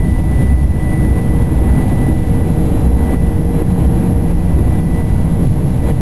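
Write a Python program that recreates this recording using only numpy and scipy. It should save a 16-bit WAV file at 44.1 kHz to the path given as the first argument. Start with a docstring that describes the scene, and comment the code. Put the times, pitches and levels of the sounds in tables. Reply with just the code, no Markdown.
"""Wheels rumbling down the runway under a four-engined jet at takeoff thrust, taken from a window seat.
Uneven stretches make the cabin boom all around the microphone. From outside, through the wall,
come the roar of the exhaust and the whine and buzz-saw tones of the fans.
The microphone is a small camera's: the camera ducks and rounds off the loudest swings, adds hiss
and holds each sample, which mirrors the sound into the treble."""
import sys
import numpy as np
from scipy import signal
from scipy.fft import rfft, irfft
from scipy.io import wavfile
from scipy.ndimage import uniform_filter1d

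SR = 44100
rng = np.random.default_rng(int(sys.argv[2]) if len(sys.argv) > 2 else 0)


def waveform_to_disk(signal):
    """Save audio, clipped to [-1, 1], as 16-bit WAV at the path in sys.argv[1]."""
    frames = np.transpose(np.atleast_2d(signal))
    scaled = np.clip(frames, -1, 1) * 32767
    samples = np.round(scaled).astype(np.int16)
    wavfile.write(sys.argv[1], SR, samples)


N = 265029
TIME = np.arange(N) / SR

# blade-passing whine as it reaches the seat: t/s, level/dB
WHINE_LEVEL = [(0, -37), (0.2, -40.5), (0.5, -34.5), (0.7, -42.5), (0.93, -35), (1.62, -44), (1.79, -36),
               (2.48, -44), (2.75, -53.5), (3.08, -38.5), (3.48, -49.5), (4.25, -51), (4.72, -45),
               (4.97, -41.5), (5.22, -48), (5.6, -54), (5.89, -46.5), (6.01, -46)]
# the whine's octave: t/s, level/dB
OCTAVE_LEVEL = [(0, -64), (1.6, -57), (2.4, -55), (2.9, -49.5), (3.35, -62), (3.65, -54), (4.5, -61),
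                (6.01, -57)]
# the fans' low drone: t/s, level/dB
DRONE_LEVEL = [(0, -40), (0.7, -48), (1.12, -32), (1.6, -33), (1.95, -39), (2.3, -30), (4.2, -30.5),
               (4.4, -37), (6.01, -34.5)]
# buzz-saw tones of the unequal fan blades: multiple of the shaft rate, level/dB
BUZZ_ORDERS = [(6, -32.5), (8, -41.5), (12, -47.5), (17, -62), (18, -48.5), (19, -56), (20, -52.5),
               (22, -58), (29, -61), (37, -61), (42, -60), (43, -94), (45, -64), (46, -86), (47, -106),
               (50, -66.5), (70, -62.5)]

# exhaust on the cabin side of the wall: t/s, level/dB
ROAR_LEVEL = [(0, -33.5), (0.22, -34), (0.42, -30), (0.7, -33), (1.05, -30), (1.35, -30.5), (1.9, -27),
              (2.3, -30.5), (2.7, -29.5), (3.06, -27.5), (3.44, -33), (3.9, -28), (4.35, -33), (4.6, -29.5),
              (4.8, -32.5), (5.52, -32.5), (5.8, -32.5), (6.01, -31.5)]
# the exhaust's low end: f/Hz, relative density/dB
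THROB_SPECTRUM = [(170, -17), (220, -4.5), (255, -1), (285, -8), (305, -8), (325, -6), (345, -11),
                  (400, -15.5), (440, -18), (900, -55)]
# its midrange: f/Hz, relative density/dB
ROAR_SPECTRUM = [(150, -8.5), (400, -7), (540, 2), (620, -1), (690, -4.5), (800, -4), (900, -5.5),
                 (1020, -9.5), (1300, -16.5), (1900, -17.5), (2350, -25), (4000, -46)]
# its high end: f/Hz, relative density/dB
RUSH_SPECTRUM = [(900, -19), (1900, -3), (2400, 4.5), (2800, 3), (3400, 3.5), (3800, -3), (4500, 0),
                 (5500, -1.5)]
# the low throb swells: t/s, length/s, gain/dB
THROB_SWELLS = [(0.46, 0.2, 3), (2.1, 0.22, 1.5), (4.05, .2, 1.5), (4.6, 0.12, 4)]

# the airframe shaking around the seat: f/Hz, relative density/dB
SHUDDER_SPECTRUM = [(8, -28), (15, -25), (25, -12), (36, 6), (46, 7), (60, -17), (100, -52)]
# its shudder swells or eases: t/s, length/s, gain/dB
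SHUDDER_SWELLS = [(0.18, 0.11, 10), (0.48, 0.27, -3), (2.03, 0.12, 7), (3.2, 0.37, 2), (3.95, .4, 3.5),
                  (4.55, 0.28, 1), (5.2, 0.28, 4)]
# uneven stretches of runway make the cabin boom: t/s, length/s, gain/dB
BOOM_SWELLS = [(0.6, 0.37, 9.5), (1.43, 0.98, 6), (2.97, 0.34, 11.5), (3.22, 0.4, 6), (3.9, 0.19, 7.5),
               (4.14, 0.13, 6.5), (4.68, 0.39, 10), (5.13, 0.067, 7)]
# wheel rumble from below the floor: f/Hz, relative density/dB
RUMBLE_SPECTRUM = [(40, -5.5), (70, -2.5), (90, 4.5), (110, -1.5), (125, 0.5), (145, 1), (172, -6),
                   (195, -5.5), (215, -7.5), (300, -47)]
# coarse patches of runway swell the rumble: t/s, length/s, gain/dB
COARSE_PATCHES = [(0.08, 0.099, 3), (0.42, 0.11, 5), (1.1, 0.28, 2), (1.8, 0.21, 3.5), (2.28, 0.19, 1),
                  (2.51, 0.091, 3), (3.77, 0.35, 2), (5.48, 0.14, 5), (5.92, 0.095, 3)]
# tyre hum grows with ground speed, then fades: t/s, level/dB against the broad rumble
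TYRE_HUM_LEVEL = [(0, -10), (1.5, -10), (2.5, -9), (3.7, -2), (4.8, -2.5), (6.01, -10)]

# in lulls of the bass the camera's gain creeps up, lifting roar and whine, then ducks abruptly:
# crest t/s, rise/s, gain/dB
GAIN_RECOVERIES = [(0.06, 0.083, 0.5), (0.2, 0.047, 3.5), (0.53, 0.073, 1), (0.93, 0.058, 2.5),
                   (1.19, 0.079, 3.5), (1.59, 0.11, 0.5), (1.83, 0.16, 1.3), (3.15, 0.18, 3.5),
                   (3.33, 0.13, 1.5), (3.62, 0.13, 3.5), (3.85, 0.096, 2.5), (4.32, 0.09, 3),
                   (4.49, 0.047, 0), (4.79, 0.14, 2.5), (5.01, 0.11, 3), (5.45, 0.094, 3.5),
                   (5.909, 0.12, 5.8)]
# the camera's own hiss: f/Hz, relative density/dB
HISS_SPECTRUM = [(1000, -32), (3000, -14), (4500, -1), (5500, 6)]


def from_db(db):
    """Decibels to gain."""
    return 10 ** (np.asarray(db) / 20)


def unit_rms(x):
    """Scale to unit power."""
    return x / np.sqrt(np.mean(x ** 2) + 1e-20)


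def curve(rows):
    """A level curve at every sample."""
    times, levels_db = np.transpose(rows)
    return np.interp(TIME, times, levels_db)


def swells(rows):
    """Rounded swells in dB, each centred on its time."""
    return sum(db * np.cos(np.pi * np.clip((TIME - centre_s) / length_s, -0.5, 0.5))
               for centre_s, length_s, db in rows)


def drift(rate_hz):
    """A slow random wander of spread 1, changing about rate_hz times a second."""
    step, run_in = 40, 2000  # samples per point; points for the filter to settle
    pole = np.exp(-2 * np.pi * rate_hz * step / SR)
    white = rng.standard_normal(N // step + run_in + 2)
    slow = signal.lfilter([1], [1, -2 * pole, pole * pole], white)[run_in:]
    return np.interp(np.arange(N) / step, np.arange(len(slow)), unit_rms(slow))


def noise(spectrum):
    """Noise with the given spectrum; rms 1."""
    hz, db = np.transpose(spectrum)
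    bins_hz = np.maximum(np.fft.rfftfreq(N, 1 / SR), 1)
    gain = from_db(np.interp(np.log(bins_hz), np.log(hz), db))
    return unit_rms(irfft(rfft(rng.standard_normal(N)) * gain, N))


def resonance(hz, width_hz):
    """A mode shaken at random, with steep skirts; rms 1."""
    band = signal.butter(2, [hz - width_hz / 2, hz + width_hz / 2], "band", fs=SR, output="sos")
    return unit_rms(signal.sosfilt(band, rng.standard_normal(N + SR))[SR:])


def steady(x, span_s):
    """Even out swells slower than the span, keeping the fast grain."""
    return x / np.sqrt(uniform_filter1d(x ** 2, max(int(span_s * SR), 1)) + 1e-9)


def gain_recoveries(duck_s=0.021, dip_share=0.58, return_s=0.094):
    """The camera's gain in dB: it creeps up to each listed crest, ducks into a dip and returns."""
    return sum(db * np.interp(TIME - crest_s, [-rise_s, 0, duck_s, duck_s + return_s],
                              [0, 1, -dip_share, 0])
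               for crest_s, rise_s, db in GAIN_RECOVERIES)


def fan_tone(hz, scatter, rate_hz):
    """A direct tone plus a part scattered by turbulent air on its way to the seat; rms 1."""
    path = 1 + scatter * (drift(rate_hz) + 1j * drift(rate_hz))
    return unit_rms(np.real(path * np.exp(2j * np.pi * (hz * TIME + rng.random()))))


def fans(shaft_hz=52.02, blades=38, drone_order=9):
    """Out on the wings: blade-passing whine, a drone and the buzz of shock waves repeating once a turn."""
    whine_db = curve(WHINE_LEVEL) + 0.61 * drift(23)
    whine = from_db(whine_db) * fan_tone(blades * shaft_hz, scatter=0.19, rate_hz=26)
    octave = from_db(curve(OCTAVE_LEVEL)) * fan_tone(2 * blades * shaft_hz, scatter=0.44, rate_hz=19)
    drone = from_db(curve(DRONE_LEVEL)) * fan_tone(drone_order * shaft_hz, scatter=0.13, rate_hz=14)
    listed_db = dict(BUZZ_ORDERS)
    buzz = np.zeros(N)
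    for order in range(6, 2 * blades):
        # unlisted shaft orders are faint and fall with pitch
        level_db = listed_db.get(order, -60.5 - 7 * np.log2(order / drone_order))
        buzz += from_db(level_db) * fan_tone(order * shaft_hz, scatter=0.61, rate_hz=4)
    return whine + octave + drone + buzz


def exhaust(lift_db, rush_fade_db_per_s=0.1):
    """Jet noise through the wall: a low throb, a roar with a ringing panel, and a thin rush."""
    throb_db = 8 + swells(THROB_SWELLS) + lift_db + 0.98 * drift(8.3)
    throb = from_db(throb_db) * steady(noise(THROB_SPECTRUM), span_s=0.095)
    turbulence = noise(ROAR_SPECTRUM)
    panel = from_db(-8) * resonance(hz=750, width_hz=58)
    roar = from_db(lift_db) * steady(turbulence + panel, span_s=0.067)
    rush_db = -12.5 - rush_fade_db_per_s * TIME + 1.66 * lift_db
    rush = from_db(rush_db) * noise(RUSH_SPECTRUM)
    flutter = from_db(0.2 * drift(18))
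    return from_db(curve(ROAR_LEVEL)) * (throb + flutter * (roar + rush))


def airframe_shudder():
    """The runway shakes the airframe around the seat, which rings at the bottom of the bass."""
    level_db = -25 + swells(SHUDDER_SWELLS) + 3.3 * drift(8.3)
    shaking = noise(SHUDDER_SPECTRUM) + resonance(hz=32.85, width_hz=5.4)
    return from_db(level_db) * steady(shaking, span_s=0.057)


def cabin_boom(fade_db_per_s=0.42):
    """A low cabin mode swells with each uneven stretch and thins out as the jet gathers speed."""
    level_db = -19 - fade_db_per_s * TIME + swells(BOOM_SWELLS) + 3.4 * drift(8.3)
    return from_db(level_db) * steady(resonance(hz=64.36, width_hz=9.9), span_s=0.064)


def wheel_rumble():
    """Below the floor the wheels rumble and the tyres hum, louder on coarse patches."""
    level_db = -15 + swells(COARSE_PATCHES) + 1.17 * drift(8.3)
    hum = from_db(curve(TYRE_HUM_LEVEL)) * resonance(hz=170.05, width_hz=23.6)
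    return from_db(level_db) * steady(noise(RUMBLE_SPECTRUM) + hum, span_s=0.0767)


def scene():
    """At the window seat, in mono: in lulls of the bass the camera's gain lifts roar and whine."""
    lift_db = gain_recoveries()
    engines = from_db(0.97 * lift_db) * fans() + exhaust(lift_db)
    rolling = airframe_shudder() + cabin_boom() + wheel_rumble()
    bass_lulls = from_db(-0.31 * lift_db)
    return (engines + bass_lulls * rolling)[None]


def limiter(x, ceiling_db, recovery_db_per_s, attack_s):
    """Each swing over the ceiling quickly ducks the whole sound; the gain then creeps back."""
    excess_db = np.maximum(20 * np.log10(np.abs(x) + 1e-9) - ceiling_db, 0)
    recovery_db = recovery_db_per_s * TIME
    duck_db = np.maximum.accumulate(excess_db + recovery_db, axis=-1) - recovery_db
    pole = np.exp(-1 / (attack_s * SR))
    return x * from_db(-signal.lfilter([1 - pole], [1, -pole], duck_db))


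def overload(x, limit, bias, knee):
    """An off-centre input stage that is linear until close to its limit."""
    drive = (x + bias) / limit
    return limit * drive / (1 + np.abs(drive) ** knee) ** (1 / knee)


def record(dry, dc_offset=0.025, microphone_top_hz=3830, hold_samples=4, cutoff_hz=12450):
    """The camera at the seat: ducked, rounded peaks, a dull, hissy input, held samples, a top cut."""
    ducked = limiter(dry * from_db(0.94), ceiling_db=-2.5, recovery_db_per_s=31.5, attack_s=0.0023)
    rounded = overload(ducked, limit=0.69, bias=0.061, knee=8) + dc_offset
    dull = signal.sosfilt(signal.butter(3, microphone_top_hz, fs=SR, output="sos"), rounded)
    hissy = dull + from_db(-41) * noise(HISS_SPECTRUM)
    sampled = signal.resample_poly(hissy, 1, hold_samples, axis=-1, padtype="edge")
    held = np.repeat(sampled, hold_samples, axis=-1)[:, :N]  # the steps mirror the sound into the treble
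    return signal.sosfilt(signal.ellip(10, 0.2, 90, cutoff_hz, fs=SR, output="sos"), held)


dry = scene()
out = record(dry)
waveform_to_disk(out)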